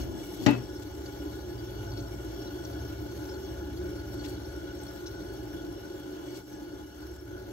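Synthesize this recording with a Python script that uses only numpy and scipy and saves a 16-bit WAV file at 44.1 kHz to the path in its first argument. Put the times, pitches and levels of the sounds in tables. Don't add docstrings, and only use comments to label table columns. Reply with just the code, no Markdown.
import sys
import numpy as np
from scipy import signal
from scipy.fft import rfft, irfft, next_fast_len
from scipy.io import wavfile
from scipy.ndimage import uniform_filter1d

SR = 44100
rng = np.random.default_rng(int(sys.argv[2]) if len(sys.argv) > 2 else 0)


def transcribe(signal):
    frames = np.atleast_2d(signal).T
    limited = np.clip(frames, -1, 1)
    pcm = np.round(limited * 32767).astype(np.int16)
    wavfile.write(sys.argv[1], SR, pcm)


def boost(x):
    u = np.asarray(x, float) / 20
    return 10 ** u


N = 331632
SIZE = next_fast_len(N + SR // 8)
HZ = np.fft.rfftfreq(SIZE, 1 / SR)

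# start_s, loudness_db, lope_db (even firing above zero, uneven below), load_db (upper orders)
ENGINE_STATE = [(0, 14, 5, -4), (.1, -2, -4, -2), (.45, -6, 8, 4), (.8, -1, 1, -1), (1.2, 1, -1.5, -2.5),
                (1.9, 1, 4.5, 6.5), (2.3, 0.5, 7.5, 2), (2.5, -3.5, 0, 1), (2.78, 2, -3.5, 4.5),
                (3.2, -2, -1, 2), (3.55, 2, -2, -2), (4.2, 4.5, -1, -0.5), (4.75, -3, -0.5, 1.5),
                (5.7, -3, 6, 0.5), (5.95, -15, -2, 4), (6.6, -9.5, -2.5, -1.5), (7.2, -2, -3, -2),
                (7.52, -3, 1, 0)]
# centre_hz, width_hz, level_db, left_right_db, right_lead_rad
TUBE_MODES = [(2235, 48, -24, 6, 1.75), (2912, 150, -33.5, -7.5, 1), (3357, 176, -27, 2.5, -2),
              (3960, 59, -37, -6.5, 4), (4440, 227, -26, 6.5, 1.5), (5420, 170, -25, 6, 4.5),
              (5694, 99, -28, -2, 4), (6220, 186, -31.5, 1, 0.5), (7320, 180, -36, 1, -1.5),
              (7870, 400, -35, 35, -4)]
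# start_s, blow_db, rattle_db, crack_db
SNAP_HITS = [
    (0.4627, -16.5, -20, -13.5),
    (0.4742, -26, -49, -42),
    (0.487, -23.5, -34, -28),
    (0.511, -41, -38, -34),
    (.533, -36, -38.5, -50),
]
SNAP_S = SNAP_HITS[0][0]
# pitch_hz, level_db, t60_s
PANEL = [(128, -1, 0.16), (890, -10, 0.087), (1950, -5, 0.055), (3770, -16, 0.069)]
# centre_hz, left_right_db
CABINET_SIDE = [(60, 5.0), (110, 8), (200, 23), (380, 8.5), (700, 9), (1290, 5.5), (2380, 6), (4400, 7),
                (8120, 3), (15000, 8)]


def evened(x):
    return x / np.sqrt(np.mean(x ** 2) + 1e-20)


def read(points, hz):
    f, value = np.transpose(points)
    return np.interp(np.log(hz + 1), np.log(f + 1), value)


def curve(table, axis):
    rows = np.array(table)
    return np.interp(np.arange(N) / SR, rows[:, 0], rows[:, axis])


def control(table, axis):
    return boost(curve(table, axis))


def bumps(rows):
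    t = np.arange(N) / SR
    return sum(db * np.exp(-((t - s) / length_s) ** 2) for s, db, length_s in rows)


def add(mix, s, sound):
    part = mix[:, round(s * SR):][:, :sound.shape[1]]
    part += sound[:, :part.shape[1]]


def pan(left_right_db):
    return boost(np.array([[.5], [-.5]]) * left_right_db)


def notch(hz, centre_hz):
    return 1 - .9 * np.exp(-((hz - centre_hz) / 900) ** 2)


def flutter(top_hz):
    pole = np.exp(-2 * np.pi * top_hz * 128 / SR)
    coarse = signal.lfilter([1], [1, -pole], rng.standard_normal(N // 128 + 2))
    return np.interp(np.arange(N), np.arange(len(coarse)) * 128, evened(coarse))


def ring(modes, shared, own_db, own_hz):
    out = np.zeros((2, len(HZ)), complex)
    for hz, width_hz, db, pan_db, lead_rad in modes:
        drive = rfft(rng.standard_normal(N) * shared * boost(own_db * flutter(own_hz)), SIZE)
        shape = boost(db) / (1 + 1j * (HZ - hz) / (0.63 * width_hz)) ** 2
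        out += drive * shape * np.array([[1], [boost(-pan_db) * np.exp(1j * lead_rad)]])
    return irfft(out, SIZE)[:, :N]


def engine():
    # start_s, cycle_hz
    idle = [(0.0, 14.22), (0.75, 14.43), (1.5, 14.27), (2.25, 14.23), (3.0, 14.17), (3.75, 14.5),
            (4.5, 14.44), (5.25, 14.15), (6.0, 14.12), (6.75, 13.86), (7.5, 13.84)]
    # order, level_db, share of lope
    orders = [(4, -49.5, 0.83), (5, -49, -1.4), (6, -64, -0.68), (7, -54, -0.083), (8, -53.5, -0.068),
              (9, -59, 0.17)]
    turns = np.cumsum(curve(idle, axis=1)) / SR
    loud_db, lope_db, load_db = [curve(ENGINE_STATE, axis=k) for k in (1, 2, 3)]
    out = boost(-59) * np.sin(2 * np.pi * 3 * turns)
    for order, db, share in orders:
        phase = 2 * np.pi * (round(order) * turns + rng.random()) + .1 * (order - 3) * flutter(1.5)
        level_db = db + 2.0 + loud_db + share * lope_db + 1.3 * flutter(0.98)
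        if order > 6.5:
            level_db = level_db + 1.42 * load_db
        out += boost(level_db) * np.sin(phase)
    return out


def rumble():
    # centre_hz, width_hz, level_db, left_right_db, right_lead_rad
    garage = [(67.7, 14, -11, -11, -0.1), (78, 36, -4, 2.5, 0.), (102.3, 9.2, -1, 0, -0.45),
              (120.6, 9.6, -2, -5, 0.046)]
    drive = boost(-43 + 0.41 * curve(ENGINE_STATE, axis=1))
    return boost(21.5) * ring(garage, drive, own_db=1., own_hz=0.8)


def duct_air(drive, pressure_db):
    # centre_hz, width_hz, level_db, left_right_db, right_lead_rad
    duct = [(182, 16.8, -6, 8, -6), (215.6, 27, -18, -6, -13), (299.2, 23.6, 2.5, 0, -0.54),
            (325.4, 28, -0.5, -1, -1.23), (361.4, 42.3, -0.5, -1.5, -0.83), (396.6, 26, -4.5, 1.5, -0.5),
            (556.8, 33.5, -9, 5, 0), (675.5, 54, -9.5, 6.5, 4), (844.3, 47, -12.5, 6, -0.5),
            (1009.4, 17, -12.5, 6.5, 3), (1460.6, 83.5, -12.5, 3.5, -1.4), (1678, 41, -21, 2.5, -0.54)]
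    # start_s, level_db, half_length_s
    gusts = [(1.3, 2.5, 0.094), (1.95, 1, .1), (2.4, 0, 0.13), (3.85, 3, 0.033), (4.25, 2, 0.1),
             (4.97, -2, 0.14), (4.2, 1.5, 0.12), (5.3, 1, 0.19), (6.1, 2, 0.033), (6.8, 1.5, 0.035),
             (7.1, -4, 0.17)]
    sigh = boost(24.5) * ring(duct[:-2], drive * boost(bumps(gusts)), own_db=1., own_hz=0.77)
    whistle_drive = boost(-42.5 + 0.22 * pressure_db)
    return sigh + boost(24.0) * ring(duct[-2:], whistle_drive, own_db=2.36, own_hz=1.2)


def refrigerant(flow, fizz):
    # centre_hz, width_hz, level_db, left_right_db, right_lead_rad
    fins = [(9970, 220, -39.5, 19, 1.9), (11210, 190, -33.5, 26, 2), (11740, 480, -42, 14, -1.7),
            (15000, 400, -39, 4, 1.8)]
    leak = [(13330, 300, -34.5, 9, .7)]
    # start_s, level_db
    leak_level = [(0, -2), (.9, -8), (1.1, -1), (2.4, -1), (3.6, -2), (3.8, -20), (7.52, -13)]
    gurgle = boost(0.71 * flutter(42))
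    out = boost(38.5) * ring(TUBE_MODES, flow * gurgle, own_db=3., own_hz=4)
    out = out + boost(49) * ring(fins, fizz * gurgle, own_db=3., own_hz=6)
    return out + boost(53.0) * ring(leak, fizz * control(leak_level, axis=1), own_db=2., own_hz=6.5)


def air(low_gain, top_gain):
    # centre_hz, level_db per Hz
    left = [(30, -25), (150, -22.5), (450, -13.5), (1100, -29), (2050, -33), (2550, -38.5), (3200, -31),
            (4300, -36.5), (4900, -47), (6500, -35.5), (9200, -51), (11000, -38), (12700, -39),
            (15500, -41.5)]
    # centre_hz, level_db per Hz
    right = [(30, -36), (150, -19), (450, -33.5), (1100, -29), (2050, -34), (2550, -37.5), (3200, -35),
             (4300, -33.5), (4900, -35), (6500, -33.5), (9200, -58), (11000, -60), (13000, -41.5),
             (15500, -50)]
    colour = boost(np.array([read(left, HZ), read(right, HZ)]))
    draw = rng.standard_normal((2, N))
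    top = 1 / (1 + (8800 / (HZ + 1)) ** 12)
    z = rfft(draw * low_gain, SIZE) * (1 - top) + rfft(draw * top_gain, SIZE) * top
    same = np.clip(0.93 / (1 + (HZ / 550) ** 3), 0, 1)
    z[1] = same * z[0] + np.sqrt(1 - same ** 2) * z[1]
    hz, _, field = signal.stft(irfft(z * colour, SIZE)[:, :N], SR, nperseg=512)
    patches = uniform_filter1d(rng.standard_normal(field.shape[1:]), size=9, axis=0)
    patches = evened(uniform_filter1d(patches, size=6, axis=1))
    patch_db = 2.5 * patches * hz[:, None] / (hz[:, None] + 2500)
    return signal.istft(field * boost(patch_db), SR, nperseg=512)[1][:, :N]


def machine():
    # start_s, level_db
    pressure = [(0, -2.5), (.9, -2), (1.9, .5), (3.3, 1), (4.25, -1.5), (4.6, -1.2), (5.9, -1.6), (6.5, -4),
                (7.52, -1)]
    # start_s, level_db, half_length_s
    surges = [(0, 13.5, 0.05), (.21, 3.5, 0.085), (.42, 6.5, 0.24), (1.2, 2, 0.32), (1.42, -1, 0.18),
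              (2.05, 0, 0.11), (2.42, 1, 0.18), (2.81, 0, .15), (3.46, 2, 0.058), (4.21, 3, 0.2),
              (4.94, 1.5, 0.18), (5.34, 1, 0.044), (6.35, 4, 0.16), (6.72, -2, .08), (7.27, -2, 0.15),
              (7.44, -3, 0.14)]
    pressure_db, surge_db = curve(pressure, axis=1), bumps(surges)
    duct = boost(-42.5 + 0.69 * pressure_db + 0.077 * surge_db)
    flow = boost(-56 + 0.58 * pressure_db + surge_db)
    fizz = boost(-65.5 + 0.52 * pressure_db + 0.66 * surge_db)
    wash = boost(1.53 * flutter(51))
    low_gain = boost(32) * np.sqrt(duct * flow) * wash
    top_gain = boost(50.0) * fizz * wash ** 1.5 * boost(1.2 * flutter(8.7))
    return duct_air(duct, pressure_db) + refrigerant(flow, fizz) + air(low_gain, top_gain)


def spits():
    # start_s, peak_db, pitch_hz, left_right_db, length_s
    pockets = [(0.689, -51, 5420, 2, 0.021), (0.75, -48, 5420, 2, 0.029), (1.056, -42.5, 4530, -1, .012),
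               (1.576, -54, 4630, 14, 0.028), (1.914, -45.5, 4550, -1, 0.009),
               (1.972, -45, 5420, 4, 0.0087), (1.973, -50, 4030, 3, .007), (1.989, -47, 4450, 2, .008),
               (1.995, -50, 6300, -3, .016), (2.42, -48, 4490, 2, .008), (2.467, -47.5, 3940, 4, .012),
               (2.651, -43, 5450, 2, 0.006), (2.647, -42, 6100, 1, .004), (2.654, -49, 6200, 1, .003),
               (2.651, -50, 4500, 2, .01), (2.724, -51.5, 4540, 0., 0.012), (3.25, -49.5, 5440, 6, 0.0088),
               (3.287, -45.5, 5330, 4, 0.013), (3.309, -48, 5420, 4, 0.02), (3.334, -49, 4370, 2, 0.017),
               (3.766, -48, 4480, -.6, .01), (3.991, -50, 4450, 0, .01), (4.193, -44.5, 4390, 4, 0.0065),
               (4.202, -45, 4400, 0, 0.014), (4.246, -48, 5370, 4, .008), (4.257, -45, 4400, -1, 0.0075),
               (4.28, -51, 4440, 2., .014), (4.281, -52, 7900, 12, .008), (4.441, -50.5, 4430, -1, .012),
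               (4.787, -53, 6340, 12, .006), (4.831, -49, 8170, 17, .004), (4.863, -48, 4370, 5, 0.0081),
               (4.881, -46.5, 5420, 6, 0.0089), (5.058, -41, 5500, 6, 0.015), (5.065, -46, 5430, 0, 0.025),
               (5.066, -42.5, 6200, -1, 0.006), (5.076, -47, 6100, 1, .005), (5.067, -49, 3960, 3, .012),
               (5.003, -57, 6250, 0, .018), (6.525, -53, 6200, 2, 0.018)]
    out, hz_axis, t = np.zeros((2, N)), np.fft.rfftfreq(4096, 1 / SR), np.arange(4096) / SR
    for s, db, hz, pan_db, length_s in pockets:
        burst = (1 - np.exp(-t / 0.0023)) * np.exp(-(t / length_s) ** 2)
        tone = 0.053 * 4.5 * np.cos(2 * np.pi * hz * t)
        puff = rfft((rng.standard_normal(4096) + tone) * burst)
        shape = 1 / (1 + 1j * (hz_axis - hz) / 110) ** 2
        for tube_hz, *_ in TUBE_MODES[:-2]:
            near = boost(-3.5 - 9 * abs(np.log2(tube_hz / hz)))
            shape = shape + near / (1 + 1j * (hz_axis - tube_hz) / 180) ** 2
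        sound = irfft(puff * shape * np.array([[1], [np.exp(1j * 1.49)]]))
        add(out, s, boost(db + 3.5) * sound / abs(sound).max() * pan(pan_db))
    return out


def rustles():
    # start_s, level_db, length_s, centre_hz
    strokes = [(0.234, -52, 0.056, 11000), (0.328, -51, 0.038, 11100), (0.411, -48.5, 0.052, 4500),
               (0.613, -64, .02, 11000), (0.817, -51, 0.022, 4940), (1.347, -59, .02, 11000),
               (2.895, -56, 0.016, 12000), (3.83, -55, .02, 11000), (4.233, -48, 0.038, 3500),
               (4.276, -53, 0.039, 9000), (5.326, -55, .02, 11000), (6.335, -52.5, 0.057, 5900),
               (6.38, -57, 0.025, 6940)]
    out, hz_axis = np.zeros((2, N)), np.fft.rfftfreq(8192, 1 / SR)
    for s, db, length_s, hz in strokes:
        swell = np.sin(np.pi * np.clip(np.arange(8192) / SR / length_s, 0, 1))
        grain_db = 3. * np.repeat(rng.standard_normal(128), repeats=64)
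        grains = rng.standard_normal((2, 8192)) * boost(grain_db)
        band = np.exp(-(np.log((hz_axis + 1) / hz) / 0.91) ** 2)
        wide = evened(irfft(rfft(grains) * notch(hz_axis, 9200) * band))
        add(out, s, boost(db) * wide * swell * boost(np.array([[3.], [-3.5]])))
    return out


def hand():
    # start_s, level_db
    rub = [(0.0, -26.5), (0.018, -43), (0.148, -37.5), (0.228, -43.5), (0.256, -68), (0.282, -43),
           (0.326, -61), (0.43, -30), (0.452, -42)]
    shake = control(rub + [(.4625, -79)], axis=1) * boost(2. * flutter(40))
    # centre_hz, width_hz, level_db, left_right_db, right_lead_rad
    modes = [(111.6, 17, 2, 5.3, 1.1), (216, 97, -5.0, 4.7, 2.1), (307, 61, 4.0, 11.0, 0.36),
             (610, 270, -12.0, 9, 1.5), (863, 62, -15.0, 13, 1.1)]
    return boost(21.0) * ring(modes, shake, own_db=0.75, own_hz=30)


def undamped(t, damped_s, fall_s):
    return 1 / (1 + np.exp(np.clip((t + SNAP_S - damped_s) / fall_s, -30, 30)))


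def panels():
    # pitch_hz, level_db, t60_s, damped_s, left_right_db
    held = [(122.6, -25, 0.87, 0.62, 1.5), (266, -32.5, 0.68, 0.61, 14), (415, -34, .4, 0.58, 6),
            (849, -27, 1.2, 0.501, 12), (1410, -41, .5, 0.57, 4), (2595, -31, 0.39, 0.572, 3),
            (2700, -32.5, 0.32, 0.54, 4), (2350, -52, .2, .56, 3), (336, -28.5, .5, 0.55, 16),
            (3250, -48, .3, 0.59, -1), (4400, -43, .2, .53, 0)]
    out, t = np.zeros((2, N)), np.arange(SR // 4) / SR
    for hz, db, t60_s, damped_s, pan_db in held:
        loose = np.clip(hz / 200 - .6, 0, 1)
        tone = -np.sin(2 * np.pi * (hz * (t - .0057) + loose * rng.random((2, 1)))) * pan(pan_db)
        rise = 1 - np.exp(-(t / (0.012 + 3.9 / hz)) ** 2)
        add(out, SNAP_S, boost(db - 60 * t / t60_s) * undamped(t, damped_s, 0.0041) * tone * rise)
    return out


def ticks():
    # start_s, level_db
    contacts = [
        (.5108, -37),
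        (.4905, -55),
        (.4630, -33),
        (2.651, -52),
        (4.8328, -52),
        (4.258, -54),
        (5.068, -58),
    ]
    out, t, hz_axis = np.zeros((2, N)), np.arange(128) / SR, np.fft.rfftfreq(256, 1 / SR)
    for s, db in contacts:
        snap = np.diff(rng.standard_normal((2, 129))) * np.exp(-(t / 0.00051) ** 2)
        z = rfft(snap, 256) * notch(hz_axis, 9300) / (1 + (hz_axis / 13000) ** 8) * 2
        add(out, s, boost(db) * irfft(z) * pan(6.))
    return out


def grille():
    out, t = np.zeros((2, N)), np.arange(SR // 4) / SR
    add(out, SNAP_S, -boost(-18) * np.exp(-((t - .006) / .0006) ** 2) * pan(10.))
    throb = 1 + .3 * np.cos(2 * np.pi * 45 * (t - .006)) + 1.8 * np.exp(-t / .007)
    tone = -np.sin(2 * np.pi * 289 * (t - np.array([[.0052], [.0055]]))) * pan(8.)
    tone = tone * np.array([1 + 0 * t, 1 - np.exp(-(t / 0.013) ** 2)])
    rise = 1 - np.exp(-(t / .003) ** 2)
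    add(out, SNAP_S, boost(-18.5 - 60 * t / 1.6) * undamped(t, .525, .004) * throb * tone * rise)
    return out


def rattle(frames):
    # centre_hz, level_db per Hz
    colour = [(80, -50), (130, -29), (300, -13.5), (700, -17.5), (1200, -24), (2000, -24), (2700, -25),
              (3300, -31), (5500, -35.5), (7700, -44), (9100, -66), (12500, -57), (15500, -66)]
    # centre_hz, t60_s
    decay = [(100, 0.86), (260, 0.36), (700, 0.28), (1840, 0.27), (4850, 0.21)]
    hz, t = np.fft.rfftfreq(256, 1 / SR), np.arange(frames) * 64 / SR
    z = rng.standard_normal((frames, 129, 2, 2)).T
    db = read(colour, hz)[:, None] - 60 * t / read(decay, hz)[:, None]
    side = pan(read(CABINET_SIDE, hz))[:, :, None]
    tail = signal.istft((z[0] + 1j * z[1]) * boost(db) * side, nperseg=256, noverlap=192)[1]
    return tail / abs(tail).max()


def knob():
    cabinet = PANEL + [(174, -22, 0.16), (212, -8.5, 0.25), (245.3, -6, 0.29), (334, -25, 0.13),
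               (676, -27, 0.083)] + [(333, -25, 0.1), (417, -15.5, 0.46), (580, -9.0, 0.126),
               (820, -15, 0.072), (990, -23, 0.17), (1440, -15, 0.1)]
    out, t = np.zeros((2, N)), np.arange(SR // 2) / SR
    t_crack = t[:999]
    for hit, (s, blow_db, rattle_db, crack_db) in enumerate(SNAP_HITS):
        turn = rng.random((len(cabinet), 2, 1))
        body = np.zeros((2, len(t)))
        for k, (hz, db, t60_s) in enumerate(cabinet):
            late_rad = np.array([[0], [1]]) * turn[k, 1] * 3 + turn[k, 0] * .5 + 2 * np.pi * hz * 0.0063
            light = 1 / (1 + (hit * 200 / hz) ** 4)
            fall = boost(db - 60 * t / np.clip(0.91 * t60_s, .03, .6))
            body += light * pan(read(CABINET_SIDE, hz)) * fall * np.sin(2 * np.pi * hz * t - late_rad)
        add(out, s, -boost(blow_db) * body * (1 - np.exp(-(t / 0.0053) ** 2)))
        shake = rattle(frames=260)
        add(out, s, boost(rattle_db + 8) * shake)
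        crack = np.diff(shake[:, 200:1200]) * np.exp(-(t_crack / 0.0087) ** 2)
        crack = crack * (1 - 0.33 * np.exp(-t_crack / .001))
        add(out, s, boost(crack_db) * crack / abs(crack).max())
    return out


def scene():
    background = engine() + rumble() + machine() + spits() + rustles()
    return background + hand() + panels() + ticks() + grille() + knob()


def top_cut(x):
    return signal.sosfilt(signal.butter(12, 16620, fs=SR, output="sos"), x)


def record(dry):
    # start_s, level_db, half_length_s
    dips = [
        (6.446, -7.5, 0.048),
        (6.897, -5, 0.08),
        (7.214, -4, 0.078),
    ]
    low = signal.sosfiltfilt(signal.butter(2, 5000, fs=SR, output="sos"), dry)
    dip_db = bumps(dips)
    sunk = low * boost(dip_db) + (dry - low) * boost(0.5 * dip_db)
    cut = signal.sosfilt(signal.butter(4, 42, "highpass", fs=SR, output="sos"), sunk)
    edge = signal.firwin(2047, 15770, window=("kaiser", 9), fs=SR)
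    return top_cut(signal.oaconvolve(cut, edge[None], "same"))


dry = scene()
out = record(dry)
transcribe(out)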